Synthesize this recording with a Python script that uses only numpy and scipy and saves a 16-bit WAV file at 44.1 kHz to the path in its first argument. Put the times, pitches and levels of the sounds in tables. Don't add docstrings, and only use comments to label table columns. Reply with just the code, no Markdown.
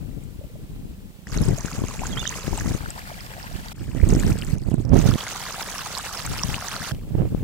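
import sys
import numpy as np
from scipy import signal
from scipy.fft import rfft, irfft
from scipy.io import wavfile
from scipy.ndimage import uniform_filter1d

SR = 44100
rng = np.random.default_rng(int(sys.argv[2]) if len(sys.argv) > 2 else 0)


def natural_amplitude(level_db):
    exponent = np.asarray(level_db, float) / 20
    return 10 ** exponent


def store_wav(level_fs):
    pcm = np.round(np.clip(np.atleast_2d(level_fs), -1, 1) * 32767)
    wavfile.write(sys.argv[1], SR, pcm.T.astype(np.int16))


N = 327663
HZ = np.fft.rfftfreq(N, 1 / SR)

# frequency in Hz, left level in dB per Hz, right level in dB per Hz.
FIELD = [(378, 0.5, -2), (730, -10.5, -9.5), (1110, -13.5, -13.5), (1700, -15, -14.5), (2610, -13, -13),
         (3500, -15, -14.5), (4530, -16.5, -16), (5600, -17, -18.5), (6350, -18, -18), (7200, -16, -18),
         (8000, -13, -22), (8950, -18, -19.5), (12900, -19, -19), (16000, -14, -12.5)]
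GAP = [(393, 7, 9), (710, 2, 1), (1200, 2.5, 1.5), (1670, 2, -0.5), (2700, -4, 0), (3500, -4.5, -4),
       (4740, -6.5, 1.5), (5770, -8, 1.5), (6540, -11, 5.5), (7100, -4, 2.5), (7900, -1, -1),
       (8650, -6, -8.5), (11600, -11.5, -9), (15500, -14, -12)]
FURROW = [(400, 0, -6), (695, -2.5, -2), (1100, -3.5, -4), (1650, 0.5, -6), (2560, -7, -6.5),
          (3500, -5.5, -5.5), (4600, -10, 1.5), (5630, -9, -2), (6400, -6, -4), (7200, -5, -5),
          (7960, -0.5, -7), (9000, -6.5, -8.5), (12000, -9, -7.5), (15500, -7.5, -6.5)]
SACK = [(400, 13, 6), (700, 7.5, -21), (1100, 1.5, -5), (1700, -2, -6.5), (2620, -2, -11), (3500, -7, -9),
        (4600, -12, -4.5), (5600, -16, -5), (6400, -15, -6), (7200, -8, -3.5), (8000, 0, -31),
        (8950, -9.5, -9), (12000, -14, -16), (15500, -15, -10.5)]
STONES = [(426, -0.5, -1.5), (685, 3.5, 4), (1230, 6, 7), (1610, 4.5, 5), (2450, 2.5, -1), (3500, 1.5, 5),
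          (4600, -4.5, 7), (5800, -5, 6.5), (6800, -5, 5.5), (7200, -16, 4.5), (7650, 3.5, -3),
          (9000, -1.5, -0.5), (12200, -5, -3.5), (15600, -15, -3.5)]
RIGHT_LAG_MS = [
    -0.175,
    0.099,
    0.315,
    0.072,
    0.084,
    0.083,
    -0.0375,
    -0.095,
]
BUBBLE_CYCLES, BUBBLE_RISE = 5.2, 0.075


def in_time(rows):
    s, *columns = np.transpose(rows)
    return [np.interp(np.arange(N) / SR, s, c) for c in columns]


def rms_one(x):
    return x / np.sqrt(np.mean(x ** 2) + 1e-20)


def drift(rate):
    hop = 40
    r = np.exp(-2 * np.pi * rate * hop / SR)
    noise = rng.standard_normal(N // hop + 2002)
    slow = signal.lfilter([1], [1, -2 * r, r * r], noise)[2000:]
    return np.interp(np.arange(N) / hop, np.arange(len(slow)), rms_one(slow))


def colour(points, column):
    points = np.array(points, float)
    return natural_amplitude(np.interp(np.log(HZ + 1), np.log(points[:, 0]), points[:, column]))


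def ports(pan_db):
    left = 2 / (1 + natural_amplitude(-pan_db))
    return np.array([left, 2 - left])


def lean(hz):
    # frequency in Hz, left-right difference in dB.
    port_lean = [(800, 2), (2500, 9), (4200, -13), (5600, -21), (6600, -15), (7800, 8), (9700, -4)]
    points = np.array(port_lean, float)
    return np.interp(np.log(hz), np.log(points[:, 0]), points[:, 1])


def add(out, sound, s, pan_db, lag_ms=0):
    i = int(s * SR)
    sound = sound[:N - i]
    late = np.roll(sound, int(lag_ms * SR / 1000))
    out[:, i:i + len(sound)] += ports(pan_db)[:, None] * [sound, late]


def clicks(per_s, spread_db):
    sizes = natural_amplitude(spread_db * np.minimum(rng.exponential(1, N), 4))
    sizes = sizes * rng.choice([-1, 1], N)
    return sizes * (rng.random(N) < per_s / SR)


def scattered(born, most):
    at, right = np.flatnonzero(born), np.zeros(N)
    shift = rng.integers(-most, most + 1, N)[at]
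    right[np.clip(at + shift, 0, N - 1)] = born[at]
    return np.array([born, right])


def bubble(hz, cycles, rise):
    turn = np.arange(int(3 * cycles * SR / hz)) * hz / SR / cycles
    shape = 4 * turn * np.exp(1 - 4 * turn)
    return shape * np.sin(2 * np.pi * cycles * (turn + rise * (turn ** 2 - turn / 2)))


def hiss():
    return natural_amplitude(-84) * rng.standard_normal((2, N))


def pump():
    start_s, stop_s, hz, width_hz, db = 0.5, 10, 195, 24, -53
    resonance = 1 / (1 + (2 * (HZ - hz) / width_hz) ** 2)
    drone = irfft(rfft(rng.standard_normal(N)) * resonance, N)
    t = np.arange(N) / SR
    return natural_amplitude(db) * rms_one(drone) * (t > start_s) * (t < stop_s)


def footsteps():
    out = np.zeros((2, N))
    # start in seconds, peak in dB, pitch in Hz, left-right difference in dB.
    steps = [
        (0.411, -41, 554, -7),
        (0.439, -44.5, 594, -7),
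        (0.498, -48, 476, -7),
        (0.555, -45.5, 594, -8),
        (0.593, -51, 440, -0.5),
    ]
    for s, db, hz, pan_db in steps:
        add(out, natural_amplitude(db + 4.0) * bubble(hz, cycles=7.2, rise=.01), s, pan_db)
    return out


def bird():
    # start in seconds, length in seconds, start pitch in Hz, end pitch in Hz, peak in dB.
    warble = [(2.102, 0.02, 3830, 3650, -42), (2.114, 0.036, 3450, 3140, -39.5),
              (2.169, 0.018, 2910, 3320, -27), (2.179, 0.024, 3650, 3500, -36),
              (2.191, 0.029, 3470, 3600, -34.5), (2.212, 0.012, 2990, 2770, -35),
              (2.219, 0.017, 2770, 2970, -42), (2.232, 0.024, 3650, 3080, -40),
              (2.26, 0.0055, 2800, 3260, -30), (2.265, 0.0093, 3500, 3830, -29.5),
              (2.268, 0.015, 3480, 2880, -32), (2.283, 0.0085, 3880, 3170, -36),
              (2.285, 0.0099, 3940, 5000, -45), (2.418, 0.0093, 4840, 4900, -43)]
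    out, waver, flutter = np.zeros((2, N)), drift(91), drift(150)
    for s, length, hz_from, hz_to, db in warble:
        count = int(length * SR)
        here = slice(int(s * SR), int(s * SR) + count)
        pitch = np.linspace(hz_from, hz_to, count) * (1 + .012 * waver[here])
        shape = np.hanning(count) ** .6 * natural_amplitude(4 * flutter[here])
        add(out, natural_amplitude(db) * shape * np.sin(2 * np.pi * np.cumsum(pitch) / SR), s, pan_db=-17.0)
    echo = np.roll(out[::-1], int(0.0071 * SR), axis=1)
    return out + natural_amplitude(-13.0) * echo


def gusts():
    # start in seconds, left level in dB, right level in dB.
    breeze = [
        (0.0, -53, -43),
        (1.27, -34.5, -38.5),
        (2.778, -39, -41),
        (3.732, -41, -45),
        (4.362, -34.5, -27),
        (5.17, -41.5, -44),
        (6.917, -33.5, -33),
    ]
    # start in seconds, hold in seconds, left level in dB, right level in dB.
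    gust_rows = [(0.0, 0.19, -29.5, -43), (0.268, 0.019, -29.5, -54), (0.36, 0.094, -33.5, -43),
                 (0.556, 0.086, -35.5, -38), (0.715, 0.2, -33.5, -37), (1.023, 0.027, -34, -55),
                 (1.375, 0.047, -18, -21.5), (1.462, 0.056, -16, -24), (1.793, 0.049, -24.5, -31),
                 (2.01, 0.019, -26, -36), (2.084, 0.12, -31.5, -29), (2.507, 0.034, -21.5, -34),
                 (2.639, 0.086, -21.5, -27.5), (2.812, 0.067, -30, -38), (3.55, 0.0077, -55, -26),
                 (3.634, 0.053, -39, -64), (3.817, 0.092, -35, -27), (3.983, 0.059, -46, -19.5),
                 (4.09, 0.019, -20.5, -14.5), (4.131, 0.026, -21, -12.5), (4.219, 0.11, -22, -16),
                 (4.482, 0.066, -32, -26.5), (4.682, 0.1, -44, -21.5), (4.926, 0.052, -25.5, -9.5),
                 (5.032, 0.076, -24.5, -13), (6.285, 0.051, -26.5, -30.5), (6.441, 0.096, -24.5, -35.5),
                 (6.784, 0.016, -30, -49), (6.908, 0.02, -27.5, -25), (7.189, 0.039, -23.5, -15),
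                 (7.306, 0.22, -29, -27)]
    rise_db_per_s, fall_db_per_s = 222, 218
    t = np.arange(N // 64 + 1) * 64 / SR
    starts, *air = np.transpose(breeze)
    spot = np.searchsorted(starts[1:], t, side="right")
    power = natural_amplitude(np.array(air)[:, spot]) ** 2
    for s, hold, left_db, right_db in gust_rows:
        before, after = np.maximum(s - t, 0), np.maximum(t - s - hold, 0)
        loss_db = rise_db_per_s * before + fall_db_per_s * after
        here = spot == np.searchsorted(starts[1:], s + hold / 2, side="right")
        power = power + here * natural_amplitude(np.array([[left_db], [right_db]]) - loss_db) ** 2
    return [np.interp(np.arange(N) / SR, t, 10 * np.log10(p)) for p in power]


def buffeting(dull):
    edge = 1 / (1 + (330 / (HZ + 1)) ** 4)
    out = np.zeros((2, N))
    for port, db in enumerate(gusts()):
        pops = rms_one(clicks(600, spread_db=3.3)) + .5 * rng.standard_normal(N)
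        eddies = rfft(pops * natural_amplitude(5.24 * drift(28.0))) * dull
        body, crest = irfft(eddies * (1 - edge), N), irfft(eddies * edge, N)
        swell = np.sqrt(uniform_filter1d(body ** 2, size=2600) + 1e-12)
        out[port] = natural_amplitude(db) * (body + crest * natural_amplitude(0.45 * (db + 19.5))) / swell
    return out


def thumps(dull):
    # time in seconds (about 7 ms before the middle of the strike), peak in dB, half the left-right
    # difference in dB.
    thump_rows = [(1.503, -13, 18), (1.641, -17, 24), (1.784, -19, 9), (1.813, -19, 15), (1.833, -14.5, 9),
                  (2.473, -14.5, 23.0), (2.71, -14.5, 10), (2.743, -15.5, 15.5), (3.943, -15.5, -6),
                  (4.143, -9, 4), (4.68, -16.5, -12), (4.71, -13.5, -11), (4.735, -12.5, -19),
                  (4.843, -20, -10), (4.927, -5.5, -19), (4.945, -12, -18), (5.15, -12.5, -6),
                  (6.94, -27, -16), (7.145, -12.5, -10), (7.341, -11.5, 19), (7.421, -17.5, 1.5)]
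    out = np.zeros((2, N))
    jolt = dull * np.sqrt(HZ) * 1j / (1 + (HZ / 900) ** 2)
    pulse = np.roll(irfft(jolt, N), 900)[:1800] * np.hanning(1800)
    for s, db, pan_db in thump_rows:
        add(out, natural_amplitude(db - 2.5) * pulse / pulse.max(), s - .013, 2.0 * pan_db)
    return out


def heave(hz):
    turn = np.arange(int(1.75 * SR / hz)) * hz / SR
    return -np.sin(2 * np.pi * turn) * np.sqrt(np.hanning(len(turn)))


def heaves():
    # start in seconds, pitch in Hz, peak in dB, left-right difference in dB.
    heave_rows = [(4.091, 200, -9, -13), (4.127, 151, -7, -9), (4.181, 222, -15, -9), (4.236, 191, -31, -6),
                  (4.272, 151, -14, -16), (4.309, 108, -6.5, -26), (4.34, 170, -20, -11),
                  (4.529, 128, -6.5, -32), (4.782, 94, -12.5, -15), (4.799, 256, -14, -18),
                  (4.996, 140, -28, -19), (5.034, 109, -20, -17), (5.095, 111, -7.5, -21),
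                  (7.116, 129, -15, -25), (7.2, 177, -15, -13), (7.21, 116, -8, -19)]
    out = np.zeros((2, N))
    add(out, natural_amplitude(-6.3) * heave(74), 4.026, pan_db=-35)
    for s, hz, db, pan_db in heave_rows:
        add(out, natural_amplitude(db - 4.0) * heave(hz), s, pan_db)
    return out


def wind():
    # frequency in Hz, level in dB per Hz.
    eddy = [(15, -58), (30, 4), (80, -1), (130, 0), (250, -7.5), (400, -15.5), (700, -26.5), (1200, -40),
            (3000, -53), (22050, -99)]
    dull = colour(eddy, 1)
    return buffeting(dull) + thumps(dull) + heaves()


def rush():
    alike = .9 / (1 + (HZ / 1900) ** 2)
    mid, side = rfft(rng.standard_normal((2, N)))
    return np.sqrt((1 + alike) / 2) * mid + np.sqrt((1 - alike) / 2) * side * [[1], [-1]]


def grains():
    out, surge = np.zeros((2, N)), drift(22)
    surge = rms_one(surge - uniform_filter1d(surge, size=7000))
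    for hz in np.geomspace(420, 14500, 22):
        per_s = 70 * (hz / 1000) ** .7 * natural_amplitude(4.0 * surge + 2.5 * drift(20))
        born = clicks(per_s, spread_db=3.5)
        pocket = bubble(hz, cycles=5.0 * (hz / 1000) ** 0.5, rise=BUBBLE_RISE / 2)
        ring = signal.oaconvolve(scattered(born, 5.6), pocket[None])[:, :N]
        out += rms_one(ring) * np.sqrt(hz)
    born = clicks(800 * natural_amplitude(5 * surge), spread_db=4.5)
    crackle = rng.standard_normal((2, 40)) * np.exp(-np.arange(40) / 5.9)[None]
    ticks = signal.oaconvolve(born[None], np.diff(crackle, prepend=0))[:, :N]
    spectrum = rfft(rms_one(out) + 0.79 * rms_one(ticks))
    return spectrum * np.sqrt(N / (uniform_filter1d(np.abs(spectrum) ** 2, size=1500) + N / 20))


def water():
    # time in seconds, level in dB.
    flow = [
        [(0.0, -64), (1.27, -65.5)],
        [(1.27, -53.5), (1.348, -45.5), (1.82, -46.5), (2.446, -43), (2.78, -44.5)],
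        [(2.78, -49), (3.55, -49.5), (3.73, -49)],
        [(3.73, -82), (3.76, -54), (3.922, -52.5), (4.08, -48)],
        [(4.08, -46.5), (4.29, -42.5), (4.37, -49), (4.555, -50)],
        [(4.555, -60.5), (4.732, -54.5), (4.928, -65.5)],
        [(4.928, -53), (4.97, -41), (5.31, -39.5), (6.76, -40), (6.92, -39)],
        [(6.92, -57.5), (7.0, -61.5), (7.43, -59)],
    ]
    # colour table, grain share of gurgle 0-1, grain share of spray 0-1, low cut in Hz,
    # spray over gurgle in dB.
    spots = [(FIELD, 0.41, 0.14, 260, 8), (GAP, 0.81, 0.82, 440, 1), (FURROW, 0.83, 0.5, 510, 0.67),
             (SACK, 1, 0.63, 1250, -0.93), (SACK, 0.81, 0.89, 1200, 1.7), (SACK, 1, 0.9, 870, 0.38),
             (STONES, 0.78, 0.84, 110, -0.38), (FIELD, 0.71, 0.25, 320, 5)]
    grainy, smooth, out = grains(), rush(), np.zeros((2, N))
    upper = 1 / (1 + (3300 / (HZ + 1)) ** 8)
    for rows, spot, lag_ms in zip(flow, spots, RIGHT_LAG_MS):
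        table, low_share, high_share, cut_hz, spray_db = spot
        share = np.clip(low_share + (high_share - low_share) * upper, 0, 1)
        late = np.exp(-2j * np.pi * HZ * lag_ms / 1000)
        tone = np.array([colour(table, 1), colour(table, 2) * late])
        tone = tone / np.sqrt(1 + (cut_hz / (HZ + 1)) ** 4)
        source = tone * (np.sqrt(share) * grainy + np.sqrt(1 - share) * smooth)
        here = slice(int(rows[0][0] * SR), int(rows[-1][0] * SR))
        levels_db = in_time(rows)[0] + [[0], [spray_db]]
        for part, inside, level_db in zip((1 - upper, upper), (HZ > 1000, HZ > 0), levels_db):
            mid = (source * part).mean(0)[inside]
            scale = np.sqrt(2 * np.sum(np.abs(mid) ** 2)) / N
            out[:, here] += (irfft(source * part, N) * natural_amplitude(level_db) / scale)[:, here]
    return out


def splatters():
    # start in seconds, peak in dB, pitch in Hz.
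    tick_rows = [(3.684, -28.5, 4060), (3.948, -41, 6000), (4.448, -30, 7700), (4.583, -33, 6350),
                 (4.618, -40, 5030), (4.6357, -43, 4500), (4.7006, -38, 6500), (4.742, -33, 8300),
                 (4.814, -43, 7000), (4.851, -37, 5500), (4.893, -35, 5800), (4.9436, -30, 5800),
                 (5.984, -19, 7600), (6.948, -37, 4820)]
    out = np.zeros((2, N))
    bursts = rng.standard_normal((len(tick_rows), 90)) * np.exp(-np.arange(90) / 32.0)
    for (s, db, hz), burst in zip(tick_rows, bursts):
        band = signal.butter(1, [0.96 * hz, 1.04 * hz], "band", fs=SR, output="sos")
        tick = signal.sosfilt(band, burst)
        add(out, natural_amplitude(db + 2.0) * tick / np.abs(tick).max(), s, pan_db=-13.0)
    return out


def droplets():
    # start in seconds, peak in dB, pitch in Hz.
    drop_rows = [(1.375, -33, 6100), (1.385, -37.5, 4170), (1.437, -39, 5200), (1.4853, -36, 8260),
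                 (1.5856, -33.5, 6540), (1.608, -36, 6230), (1.8844, -36, 6560), (2.069, -30, 6900),
                 (2.195, -34, 6500), (2.276, -26, 6260), (2.293, -28, 6350), (2.576, -30, 7900),
                 (2.5995, -34, 6200), (2.9047, -32.5, 7800), (3.208, -42, 5000), (4.0908, -35, 6800),
                 (4.137, -33.5, 6690), (4.1982, -30, 7150), (5.0756, -36.5, 5960), (5.282, -36, 6540),
                 (5.626, -34.5, 5140), (5.782, -34, 5530), (5.951, -32, 4100), (5.976, -32, 5170),
                 (6.174, -35, 5200), (6.2637, -28.5, 7900), (6.4346, -23.5, 5620), (6.669, -40.5, 3930),
                 (6.684, -30.5, 6240), (6.7643, -34.5, 4280)]
    # start in seconds, peak in dB, pitch in Hz.
    spray_rows = [(1.289, -35, 6700), (1.319, -32.5, 5000), (1.342, -30, 8150), (1.418, -24, 10200),
                  (1.452, -27, 7900), (1.485, -32, 5030), (1.659, -24.5, 6800), (1.716, -27, 6600),
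                  (1.731, -31, 4750), (2.904, -33, 5230), (2.993, -39, 4500), (3.429, -32, 4970),
                  (3.528, -38, 5500), (3.659, -41, 5600), (5.3, -32, 3700), (5.63, -28, 3240),
                  (6.03, -28, 7000), (6.193, -29, 4100), (6.381, -25, 5300), (6.484, -28, 6400),
                  (6.708, -30, 4340), (6.805, -31, 5800), (6.949, -43, 2900), (5.11, -31, 5200),
                  (5.239, -29, 6300), (5.29, -28, 6800), (5.333, -29, 6000), (5.36, -26, 6200),
                  (5.526, -26, 6000), (0.238, -41, 8000), (4.089, -22.5, 8100), (4.104, -26, 5800),
                  (4.151, -26.5, 5600), (4.16, -28, 7640), (4.227, -32, 8000), (4.266, -29, 5600),
                  (4.329, -33, 5900), (4.387, -27, 7800), (4.415, -31.5, 4740), (4.475, -42, 7400),
                  (4.599, -50, 4900), (4.659, -51, 6600), (4.99, -21.5, 6500), (5.025, -28, 7200)]
    out = np.zeros((2, N))
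    for s, db, hz in drop_rows:
        add(out, natural_amplitude(db + 12.5) * bubble(hz, cycles=9.0, rise=0.0078), s, lean(hz))
    for s, db, hz in spray_rows:
        add(out, natural_amplitude(db + 3.0) * bubble(hz, cycles=6.4, rise=0.022), s, lean(hz))
    return out


def plops():
    # start in seconds, peak in dB, pitch in Hz.
    gurgle_rows = [
        (2.859, -21.5, 1440),
        (2.963, -36, 686),
        (2.977, -26.5, 920),
        (3.098, -32.5, 800),
        (3.114, -28.5, 610),
        (3.378, -31, 625),
        (3.439, -31, 835),
        (3.511, -33, 623),
        (3.604, -42, 778),
        (3.659, -33, 810),
    ]
    # start in seconds, peak in dB, pitch in Hz.
    gap_plops = [(1.322, -27.5, 1470), (1.344, -27, 1130), (1.365, -27, 1390), (1.402, -37, 716),
                 (1.485, -40, 2200), (1.498, -29, 670), (1.58, -24, 610), (1.609, -30, 904),
                 (1.654, -26.5, 1620), (1.713, -24.5, 1230), (1.727, -25, 2330), (1.777, -35, 802),
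                 (1.837, -25.5, 980), (1.884, -26, 2620), (1.91, -24.5, 1020), (2.229, -23, 1350),
                 (2.313, -41, 1930), (2.354, -26.5, 1040), (2.385, -24.5, 1180), (2.556, -33, 923),
                 (2.644, -31, 850), (2.661, -25, 1200), (2.684, -29, 2100), (2.711, -36, 760),
                 (2.743, -29, 1230), (2.823, -39, 860), (2.836, -32.5, 730), (3.006, -42, 713),
                 (3.023, -37, 735), (3.053, -39, 1550), (3.18, -34, 680), (3.199, -34, 2300),
                 (3.313, -35, 902), (3.401, -30, 1770), (3.424, -49, 899), (3.538, -39, 850),
                 (3.591, -48, 791), (3.916, -34, 2440), (4.388, -31, 2560), (4.436, -28, 1740)]
    # start in seconds, peak in dB, pitch in Hz.
    stone_plops = [(5.275, -16, 1420), (5.36, -21, 1200), (5.425, -23, 766), (5.464, -25, 1040),
                   (5.543, -17.5, 1270), (5.58, -20, 740), (5.594, -19, 810), (5.616, -20, 880),
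                   (5.675, -29, 570), (5.688, -22, 1010), (5.739, -22, 680), (5.758, -19, 1080),
                   (5.792, -24, 1510), (5.814, -20, 1070), (5.904, -28, 625), (5.968, -21, 990),
                   (5.989, -25.5, 732), (6.039, -25, 750), (6.064, -38, 1280), (6.2, -22, 1200),
                   (6.259, -26, 816), (6.275, -18.5, 1430), (6.364, -25, 1710), (6.394, -13.5, 2700),
                   (6.415, -20, 1130), (6.563, -28, 686), (6.581, -17.5, 980), (6.714, -19, 2400),
                   (6.739, -17, 1360), (6.824, -24, 714), (6.872, -29, 1210), (6.911, -19, 1500)]
    # start in seconds, peak in dB, pitch in
    # Hz.
    bold_plops = [(1.27, -22.5, 1750), (1.682, -20, 1460), (4.038, -26, 1890), (1.993, -19, 2350),
                  (2.018, -18.5, 730), (2.034, -14.5, 920), (2.056, -19, 1430), (2.174, -17, 1870),
                  (2.17, -18.5, 1240), (2.254, -13.5, 1650), (2.325, -18.5, 1830), (2.53, -19, 885),
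                  (2.58, -20, 860), (2.609, -16.5, 1650), (4.0, -23.5, 1870), (4.234, -20.5, 1660),
                  (4.319, -20.5, 2370), (4.422, -14.5, 2750), (5.114, -17, 1270), (5.209, -14, 3080),
                  (5.267, -16, 1960), (5.506, -21, 1160), (5.139, -17, 3500), (5.861, -19.5, 1140),
                  (6.434, -16, 980), (6.543, -8, 2610), (6.623, -17.5, 1320), (6.684, -18, 1710),
                  (6.764, -17, 1290), (6.818, -17, 1610), (1.343, -23, 2050), (2.341, -20.5, 2950),
                  (3.991, -39, 2240), (4.015, -22.5, 2120), (4.108, -26, 2600), (4.204, -25, 2180),
                  (4.283, -28, 1600), (5.868, -21.5, 790), (4.552, -42, 2470), (5.328, -26, 2650),
                  (5.31, -22, 2950), (5.698, -26, 2300), (5.214, -31, 1250), (5.233, -25, 1550),
                  (6.064, -20, 2700), (6.172, -22, 2580)]
    out = np.zeros((2, N))
    for s, db, hz in gurgle_rows:
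        glug = bubble(hz, cycles=7.1, rise=0.2)
        add(out, natural_amplitude(db - 2.5) * glug, s, pan_db=4.0, lag_ms=RIGHT_LAG_MS[2])
    for s, db, hz in gap_plops:
        add(out, natural_amplitude(db - 4.5) * bubble(hz, BUBBLE_CYCLES, BUBBLE_RISE), s, lean(hz))
    for s, db, hz in stone_plops:
        add(out, natural_amplitude(db - 7.5) * bubble(hz, BUBBLE_CYCLES, BUBBLE_RISE), s, pan_db=3.5)
    for s, db, hz in bold_plops:
        add(out, natural_amplitude(db - 6.5) * bubble(hz, BUBBLE_CYCLES, BUBBLE_RISE), s, lean(hz))
    return out


def scene():
    background = pump() + footsteps() + bird() + wind()
    return background + water() + splatters() + droplets() + plops()


def roll_off(x):
    return signal.sosfilt(signal.butter(12, 15760, fs=SR, output="sos"), x)


def record(dry):
    noisy = dry + hiss()
    top_cut = signal.cheby2(16, 50, 16250, fs=SR, output="sos")
    mix = np.clip(signal.sosfilt(top_cut, noisy), -1, 1)
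    return roll_off(mix)


dry = scene()
out = record(dry)
store_wav(out)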